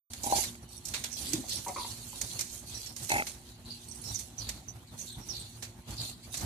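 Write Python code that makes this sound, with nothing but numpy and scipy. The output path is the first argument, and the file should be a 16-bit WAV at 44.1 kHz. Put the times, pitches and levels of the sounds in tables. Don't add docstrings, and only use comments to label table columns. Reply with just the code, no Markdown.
import sys
import numpy as np
from scipy import signal
from scipy.fft import rfft, irfft, next_fast_len
from scipy.io import wavfile
from scipy.ndimage import uniform_filter1d, map_coordinates

SR = 44100
rng = np.random.default_rng(int(sys.argv[2]) if len(sys.argv) > 2 else 0)


def transcribe(u):
    v = np.clip(np.atleast_2d(u).T, -1, 1)
    q = np.round(v * 32767).astype(np.int16)
    wavfile.write(sys.argv[1], SR, q)


N = 284445


def amp(db):
    return 10 ** (np.asarray(db) / 20)


def unit(x):
    return x / np.sqrt(np.mean(x ** 2) + 1e-20)


def along(points, hz):
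    frequencies, values = np.transpose(points)
    return np.interp(np.log(hz + 1), np.log(frequencies + 1), values)


def curves(rows):
    times, *columns = np.transpose(rows)
    return [np.interp(np.arange(N) / SR, times, column) for column in columns]


def wobble(rate_hz):
    knots = rng.standard_normal(int(N * rate_hz / SR) + 4)
    return map_coordinates(knots, [np.arange(N) * rate_hz / SR])


def filtered(x, response):
    n = x.shape[-1]
    size = next_fast_len(n + 8192)
    return irfft(rfft(x, size) * response(np.fft.rfftfreq(size, 1 / SR)), size)[..., :n]


def coloured(x, spectrum):
    return unit(filtered(x, lambda hz: amp(along(spectrum, hz))))


def pan(db):
    gains = np.array([amp(np.atleast_1d(db) / 2), amp(-np.atleast_1d(db) / 2)])
    return gains / gains.mean(0)


def add(track, start_s, x):
    i = max(round(start_s * SR), 0)
    track[..., i:i + x.shape[-1]] += x[..., :N - i]


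def swell(t, length_s, rise=0.33):
    u = t / (length_s * rise)
    return u * np.exp(1 - u)


def ring(modes, t, attack_s, vary_db):
    x = sum(amp(db + vary_db * rng.normal() - 60 * t / t60)
            * np.sin(2 * np.pi * hz * rng.normal(1, 0.0057) * t) for hz, t60, db in modes)
    x *= 1 - np.exp(-t / attack_s)
    return x / np.abs(x).max()


# frequency_hz, correlation
COHERENCE = [(100, 0.97), (600, 0.71), (1200, 0.057), (4000, 0.042), (12000, 0.046)]
def stereo_noise(patchy_db=0):
    def mid_side(hz):
        angle = np.arccos(along(COHERENCE, hz)) / 2
        return np.array([np.cos(angle), np.sin(angle)])
    spectra = signal.stft(rng.standard_normal((2, N)), nperseg=512)[2]
    patches = uniform_filter1d(rng.standard_normal(spectra.shape[1:]), size=3, axis=0)
    patches = unit(uniform_filter1d(patches, size=7, axis=1))
    noise = signal.istft(spectra * amp(patchy_db * patches), nperseg=512)[1][:, :N]
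    mid, side = filtered(noise, mid_side)
    return np.array([mid + side, mid - side])


# frequency_hz, left_over_right_db
CASE_SHADOW = [(1000, 3), (4000, 2.5), (5500, -19), (8000, -7), (12000, -16.5)]
def from_right(x):
    return filtered(x, lambda hz: pan(along(CASE_SHADOW, hz)))


# frequency_hz, gain_db
AIR_SPECTRUM = [(100, -1), (240, -4), (330, -13.5), (500, -19.5), (820, -13.5), (1260, -25), (2500, -23),
                (4300, -19.5), (5200, -42), (6200, -48), (8200, -39.5), (14000, -59)]
def outdoor_air():
    air = coloured(stereo_noise(patchy_db=4), AIR_SPECTRUM)
    return amp(-56) * filtered(air, lambda hz: hz > 50)


# frequency_hz, level_db
PUMP_TONES = [(112.5, -63), (118.4, -70), (236.9, -63.5), (355.3, -67.5)]
def pool_pump():
    t = np.arange(N) / SR
    return sum(np.sqrt(2) * amp(db + 3.6 * wobble(6)) * np.sin(2 * np.pi * hz * t + 0.82 * wobble(3.98))
               for hz, db in PUMP_TONES)


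# time_s, level_db
RESTING_CONTACT = [(0.1, -56.5), (0.5, -52.5), (0.6, -71.5), (0.83, -69), (0.9, -53.5), (1.44, -54),
                   (2.0, -52), (2.35, -48), (2.62, -62), (3.3, -62.5), (3.56, -69), (3.98, -55), (4.3, -64),
                   (4.83, -69), (5.1, -64), (5.58, -59.5), (5.78, -70.5), (6.45, -71)]
# start_s, hold_s, hiss_db, rasp_db
ARM_STROKES = [(0.252, 0.085, -40.5, -47), (0.364, 0.028, -33.5, -38), (0.715, 0.051, -56, -57),
               (0.874, 0.019, -49.5, -61), (0.94, 0.032, -60, -48.5), (1.185, 0.17, -46.5, -46),
               (1.498, 0.035, -43, -46.5), (1.654, .03, -49, -55), (1.795, .13, -50.5, -50.5),
               (2.525, 0.037, -47, -67), (2.683, 0.18, -51, -51), (2.985, 0.14, -47, -54),
               (3.107, 0.076, -44.5, -51), (3.275, 0.017, -48, -52.5), (3.474, .02, -62.5, -57),
               (3.664, .1, -62, -55.5), (4.045, 0.16, -50.5, -54.5), (4.39, 0.13, -57.5, -52.5),
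               (4.992, .08, -51.5, -56.5), (5.276, 0.14, -57, -54.5), (5.886, 0.1, -56.5, -51.5),
               (6.012, 0.069, -49, -46.5), (6.236, 0.019, -59, -57.5), (6.329, 0.097, -50, -51.5)]
def arm_levels(rise_db_per_s=547, fall_db_per_s=188):
    t = np.arange(N) / SR
    contact_db, = curves(RESTING_CONTACT)
    hiss, rasp = amp(contact_db) ** 2, amp(contact_db - 4) ** 2
    for start_s, hold_s, hiss_db, rasp_db in ARM_STROKES:
        shape_db = -rise_db_per_s * np.maximum(start_s - t, 0)
        shape_db -= fall_db_per_s * np.maximum(t - start_s - hold_s, 0)
        active = shape_db > -60
        hiss[active] += amp(hiss_db + shape_db[active]) ** 2
        rasp[active] += amp(rasp_db + shape_db[active]) ** 2
    return 10 * np.log10(hiss), 10 * np.log10(rasp)


# start_s, level_db
HAND_BUMPS = [(0.26, -41), (1.328, -36.5), (2.331, -45), (2.698, -44), (3.121, -37.5), (3.649, -44.5),
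              (4.038, -40), (4.101, -41), (4.39, -42), (4.463, -38.5), (4.744, -41.5), (4.911, -43.5),
              (5.166, -41), (5.37, -41.5), (5.539, -46.5), (5.661, -48.5), (5.915, -38.5), (5.985, -38.5),
              (6.088, -44), (6.36, -44)]
# frequency_hz, gain_db
RUMBLE_SPECTRUM = [(20, -29), (36, -16), (56, 6), (80, -1.5), (110, 1), (155, -9), (220, -9.5), (320, -13),
                   (450, -21.5), (800, -18.5), (1300, -23.5), (3000, -32.5)]
def hand_rumble(rubbing_db, bump_hz=110, lowest_hz=45):
    lumps, tones, t = np.zeros(N), np.zeros(N), np.arange(SR // 4) / SR
    for start_s, db in HAND_BUMPS:
        push = amp(db) * swell(t, length_s=0.058, rise=0.36)
        add(lumps, start_s, amp(-5) * push)
        add(tones, start_s, amp(-4) * push * np.sin(2 * np.pi * bump_hz * rng.normal(1, 0.053) * t))
    shake_db = -51 + 0.25 * (rubbing_db - rubbing_db.mean())
    noise = coloured(stereo_noise() * amp(4.6 * wobble(25)), RUMBLE_SPECTRUM)
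    out = tones + np.hypot(amp(shake_db), lumps) * noise
    return filtered(out, lambda hz: 1 / (1 + (lowest_hz / (hz + 1)) ** 8)) * pan(-1.6)


# frequency_hz, gain_db
HISS_SPECTRUM = [(500, -9.5), (1200, -18.5), (2200, -10.5), (3100, -9.5), (3900, -13), (4900, -8.5),
                 (6000, 1), (8200, 0.5), (10500, -1), (12000, -8.5), (14000, -7)]
# frequency_hz, gain_db
RASP_SPECTRUM = [(600, -18), (1500, -26), (2200, -17.5), (3000, -8.5), (3700, -4.5), (4400, 2.5),
                 (5000, -8), (7000, -53), (12000, -30)]
def sleeve_rustle(hiss_db, rasp_db, snags_per_s=28, snag_decay_s=0.00096, snag_db=9):
    catches = rng.random(N) < snags_per_s / SR
    snags = signal.lfilter([1], [1, -np.exp(-1 / (snag_decay_s * SR))], catches)
    grain = amp(0.6 * wobble(900) + 1.15 * wobble(70) + snag_db * np.minimum(snags, 1))
    hiss = from_right(coloured(stereo_noise(patchy_db=4) * grain, HISS_SPECTRUM))
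    rasp = coloured(stereo_noise(patchy_db=5) * grain, RASP_SPECTRUM) * pan(2.4)
    return amp(hiss_db + 5) * hiss + amp(rasp_db + 3) * rasp


# start_s, length_s, start_hz, end_hz, spread_hz, level_db
RIB_SLIDES = [(0.351, 0.042, 5750, 5470, 1860, -32.5), (1.111, 0.062, 6260, 5590, 497, -42),
              (1.49, .095, 4740, 4470, 1230, -38), (1.771, 0.12, 4560, 3840, 550, -44.5),
              (2.74, 0.054, 5860, 5600, 300, -44.5), (2.855, 0.057, 5580, 5300, 250, -49),
              (3.699, 0.056, 4680, 4350, 300, -43.5), (3.91, 0.02, 6200, 5700, 250, -46.5),
              (4.035, 0.091, 5270, 5700, 302, -42.5), (4.141, 0.031, 6800, 5760, 550, -35),
              (4.378, 0.027, 6270, 5900, 330, -38.5), (4.393, 0.095, 4780, 4010, 463, -45.5),
              (4.679, 0.029, 6030, 6140, 238, -41), (4.868, 0.082, 4470, 3400, 200, -60.5),
              (4.987, 0.044, 6550, 6330, 416, -41.5), (5.063, 0.098, 4190, 3610, 396, -45.5),
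              (5.199, 0.063, 5600, 5600, 175, -54.5), (5.285, 0.046, 5930, 5500, 380, -37.5),
              (5.316, 0.12, 4320, 3970, 470, -42.5), (5.973, 0.094, 4590, 3950, 510, -38.5)]
def sleeve_swishes(flutter_db=2):
    out, t = np.zeros((2, N)), np.arange(SR // 4) / SR
    for start_s, length_s, start_hz, end_hz, spread_hz, db in RIB_SLIDES:
        hz = start_hz * (end_hz / start_hz) ** np.minimum(t / length_s, 1)
        fuzz = rng.standard_normal((2, len(t), 2)) @ [1, 1j]
        fuzz = signal.sosfilt(signal.butter(3, spread_hz, fs=SR, output="sos"), fuzz)
        whistle = unit((fuzz * np.exp(2j * np.pi * np.cumsum(hz) / SR)).real)
        add(out, start_s, amp(db) * whistle * swell(t, length_s))
    return from_right(out * unit(amp(flutter_db * wobble(200))))


# start_s, peak_db
CASE_TICKS = [(0.4253, -39), (0.553, -36.5), (3.1915, -25), (3.2228, -17.5)]
# frequency_hz, t60_s, level_db
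DEAD_MODES = [(750, .009, -2), (1400, 0.0083, 3), (2150, .01, 7), (3000, 0.0073, -20)]
def case_ticks():
    out, t = np.zeros(N), np.arange(SR // 20) / SR
    for start_s, db in CASE_TICKS:
        add(out, start_s, amp(db) * ring(DEAD_MODES, t, attack_s=0.0001, vary_db=1))
    return out


# start_s, length_s, level_db, thud_db, snap_db
GRIP_CREAKS = [(0.245, .155, -29.5, -6.5, -24), (3.107, .1, -28.5, -4, 2.5)]
def slips(gap_s=0.012, scatter=0.33, vary_db=1.7):
    rows = []
    for start_s, length_s, db, thud_db, snap_db in GRIP_CREAKS:
        for k, (offset, strength) in enumerate(rng.standard_normal((40, 2))):
            if k * gap_s < length_s:
                slip_s = start_s + gap_s * (k + scatter * offset)
                rows.append((slip_s, db + vary_db * strength, thud_db, snap_db))
    return rows


# start_s, level_db, thud_db, snap_db
GRIP_JOLTS = [(0.27, -31.5, 6, -18), (0.3236, -13.5, -11.5, -37), (3.1175, -19, -20, -6),
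              (3.161, -24.5, -25, -5)]
# frequency_hz, t60_s, level_db
CASE_MODES = [(580, 0.035, -19), (638, 0.056, -4), (725, 0.068, -4.5), (810.4, 0.091, 1.5), (867, 0.043, 2),
              (940, 0.042, -7)]
THUD_MODES = [(109, 0.039, -25), (246, 0.092, -2), (309, 0.048, 3.5), (358, 0.022, 12.5), (450, 0.015, 0)]
WALL_MODES = [(1300, .015, -4), (1510, .02, -6), (1760, 0.018, -1), (2140, 0.031, 14.5), (2360, 0.024, 8),
              (2590, 0.099, 1.5)]
# frequency_hz, gain_db
GRATE_SPECTRUM = [(1000, -30), (1500, -4), (1950, 10), (2700, 1), (3000, -35), (5000, -42)]
def grip_creaks(damped_above_hz=1020, grate_t60_s=0.047, chatter_t60_s=0.1):
    out, t = np.zeros(N), np.arange(SR // 6) / SR
    damping = signal.butter(6, damped_above_hz, fs=SR, output="sos")
    for start_s, db, thud_db, snap_db in GRIP_JOLTS + slips():
        case, thud, snap = (ring(modes, t, attack_s=0.0015, vary_db=2)
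                            for modes in (CASE_MODES, THUD_MODES, WALL_MODES))
        knock = signal.sosfilt(damping, case) + amp(thud_db - 3) * thud + amp(snap_db - 2) * snap
        chatter = 0.014 * rng.standard_normal(len(t)) * amp(-60 * t / chatter_t60_s)
        grate = coloured(rng.standard_normal(len(t)), GRATE_SPECTRUM)
        grate *= amp(snap_db - 6 - 60 * t / grate_t60_s)
        add(out, start_s, amp(db) * (knock + grate + signal.fftconvolve(knock, chatter)[:len(t)]))
    return out


def right_first(x, lag_s=0.00026):
    return filtered(x, lambda hz: np.exp(1j * np.pi * hz * lag_s * np.array([[-1], [1]])))


# frequency_hz, t60_s
YARD_DECAY = [(200, 0.04), (1000, 0.25), (10000, 0.14)]
def yard_reverb(x):
    hz, t, spectra = signal.stft(rng.standard_normal((2, SR // 3)), SR, nperseg=256)
    decay = amp(-60 * t / along(YARD_DECAY, hz)[:, None])
    tail = signal.istft(spectra * decay, SR, nperseg=256)[1]
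    return signal.fftconvolve(x[None], tail / np.linalg.norm(tail[0]), axes=1)[:, :N]


# start_s, level_db
TAG_STRIKES = [(0.627, -46), (0.689, -44.5), (0.73, -38.5), (0.766, -41), (0.778, -37.5), (1.129, -36),
               (1.291, -34), (1.557, -28), (3.886, -37.5), (3.913, -40), (3.948, -36), (4.016, -36.5),
               (4.043, -42), (5.125, -43), (5.397, -36)]
# frequency_hz, t60_s, level_db
TAG_MODES = [(4550, .07, -11), (5570, 0.11, -5.5), (5830, 0.043, 4), (8120, 0.13, 6.5), (8100, .05, -4),
             (10260, 0.072, 4), (13000, .04, -13)]
def collar_tags(flutter_db=2.9):
    out, t = np.zeros((2, N)), np.arange(SR // 6) / SR
    for start_s, db in TAG_STRIKES:
        clink = np.array([ring(TAG_MODES, t, attack_s=0.00084, vary_db=7) for side in range(2)])
        add(out, start_s, amp(db) * clink)
    return from_right(out * unit(amp(flutter_db * wobble(300))))


# start_s, level_db, body_db, body_left_over_right_db, t60_s
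CLAW_STRIKES = [(0.133, -30, 0.5, 3.5, 0.039), (0.233, -21.5, -25, 11, 0.045),
                (0.4347, -27.5, -7, 27, 0.096), (0.852, -27.5, -21, -3, 0.08),
                (0.8834, -28, -10.5, 1, 0.038), (0.9367, -30.5, 3, -3.5, 0.19),
                (1.0388, -24, -0.5, -2.5, 0.052), (1.331, -20, -7.5, 3, .05), (1.493, -24, -22, 9, 0.022),
                (1.6804, -29.5, -20, -5, .051), (2.2118, -19.5, -9.5, -2.5, 0.043),
                (2.39, -25, -5.5, 6, .077), (2.408, -21, -13, 15, 0.037), (2.8596, -35.5, -7, -3, .085),
                (2.9624, -29.5, -8, 7, .063), (3.091, -22.5, -3.5, 0, 0.041), (3.116, -22, 0, 9, 0.029),
                (3.267, -32, -1.5, 2, 0.086), (4.1454, -29.5, -11, 0, .049),
                (4.189, -31.5, -14.5, -2, 0.086), (4.4889, -24, -3, 1, 0.053), (5.623, -32.5, -1, 0, 0.13),
                (5.9055, -38.5, -7, 5, .065), (6.34, -31.5, -2.5, 4, 0.12), (6.373, -30.5, -14, 7, 0.068),
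                (6.409, -32.5, -3.5, 5, 0.045)]
# frequency_hz, gain_db
EDGE_SPECTRUM = [(2000, -22), (4500, 2), (6200, 10), (8200, 8.5), (10500, -1), (14000, -3.5)]
BODY_SPECTRUM = [(200, -10.5), (800, -5), (1300, -7.5), (1800, -1.5), (2300, 1), (3100, -4), (4100, 3.5),
                 (5200, -7), (9000, -50)]
def claw_clicks(attack_s=0.0025, strike_s=0.002, rebound_s=0.0055, spike_t60_s=0.0067, tail_t60_s=0.55):
    edge, body, t = np.zeros(N), np.zeros((2, N)), np.arange(SR // 3) / SR
    spike = amp(0.5 - 60 * t / spike_t60_s) * (1 - np.exp(-t / 0.00043))
    tail = amp(-20 - 60 * t / tail_t60_s)
    for start_s, db, body_db, side_db, t60_s in CLAW_STRIKES:
        scrape = (1 - np.exp(-t / attack_s)) * (amp(-60 * t / t60_s) + tail)
        edge_gain = amp(db - 4.5)
        add(edge, start_s, edge_gain * scrape)
        add(edge, start_s + strike_s, edge_gain * spike)
        add(edge, start_s + strike_s + rebound_s * rng.uniform(0.41, 1), edge_gain * spike / 2)
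        add(body, start_s, amp(db + body_db - 5) * scrape * pan(side_db))
    grit = amp(2 * wobble(900))
    edge_noise = from_right(coloured(stereo_noise(patchy_db=0.5) * grit, EDGE_SPECTRUM))
    body_noise = coloured(stereo_noise(patchy_db=1.5) * grit, BODY_SPECTRUM)
    return edge * edge_noise + body * body_noise


def vocal_folds(pitch_hz, jitter, breath_share):
    cycles = np.cumsum(pitch_hz * np.exp(jitter * wobble(120))) / SR
    pulses = unit(np.diff(np.floor(cycles), prepend=0) * amp(1.7 * wobble(150)))
    breath = unit(rng.standard_normal(N) * np.exp(-3 * (cycles % 1)))
    return np.sqrt(1 - breath_share) * pulses + np.sqrt(breath_share) * breath


# start_s, length_s, pitch_hz, mouth_hz, level_db
DOG_GRUNTS = [(1.433, 0.022, 143.5, 696, -48.5), (1.663, 0.022, 155.3, 930, -36),
              (1.679, 0.022, 141, 920, -46), (1.685, 0.025, 156, 766, -38.5),
              (1.759, 0.022, 171.6, 1080, -36.5), (1.778, 0.039, 157, 1000, -39),
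              (1.84, 0.018, 151, 930, -41.5), (2.129, 0.011, 156, 930, -49)]
# frequency_hz, gain_db
THROAT = [(150, -1), (330, 12), (520, 12.5), (1150, -8), (1550, -5), (2200, 6.5), (3000, -10),
          (8000, -39)]
def grunts(width_hz=260, throat_db=-6):
    out, t = np.zeros(N), np.arange(SR // 5) / SR
    for start_s, length_s, pitch_hz, mouth_hz, db in DOG_GRUNTS:
        source = vocal_folds(pitch_hz, jitter=0.1, breath_share=1)[:len(t)]
        formant = lambda hz: (1j * hz * width_hz / (mouth_hz ** 2 - hz ** 2 + 1j * hz * width_hz)) ** 2
        voice = unit(filtered(source, formant)) + amp(throat_db) * coloured(source, THROAT)
        push = swell(t, length_s)
        add(out, start_s, amp(db) * unit(voice * push) * np.sqrt(np.mean(push ** 2)))
    return out


# time_s, pitch_hz, level_db
WOOF_CONTOUR = [(1.27, 135.1, -54), (1.328, 140.2, -45.5), (1.345, 167.6, -32.5), (1.364, 135.3, -47),
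                (1.384, 124.2, -40), (1.406, 131.2, -40.5), (1.426, 111.4, -52), (1.471, 106.4, -53)]
# frequency_hz, gain_db
CHEST_SPECTRUM = [(80, -13), (130, -6), (250, 8), (335, 7), (400, -10), (500, -17), (800, -24), (1300, -52),
                  (3000, -72)]
def woof():
    t = np.arange(N) / SR
    pitch_hz, level_db = curves(WOOF_CONTOUR)
    sounding = (t >= WOOF_CONTOUR[0][0]) & (t <= WOOF_CONTOUR[-1][0])
    source = vocal_folds(pitch_hz, jitter=0.0423, breath_share=0.24)
    return sounding * amp(level_db) * coloured(source, CHEST_SPECTRUM)


def scene():
    voice = grunts() + woof()
    hiss_db, rasp_db = arm_levels()
    handling = sleeve_rustle(hiss_db, rasp_db) + sleeve_swishes() + hand_rumble(rasp_db)
    dogs = voice + amp(-4.5) * yard_reverb(voice) + collar_tags() + claw_clicks()
    background = pool_pump() + outdoor_air()
    grip = right_first(grip_creaks() + case_ticks())
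    return background + handling + grip + dogs


def record(dry, start_s=0.1, fade_s=0.005, top_hz=14300):
    gate = np.clip((np.arange(N) / SR - start_s) / fade_s, 0, 1)
    return filtered(dry * gate, lambda hz: hz < top_hz)


dry = scene()
out = record(dry)
transcribe(out)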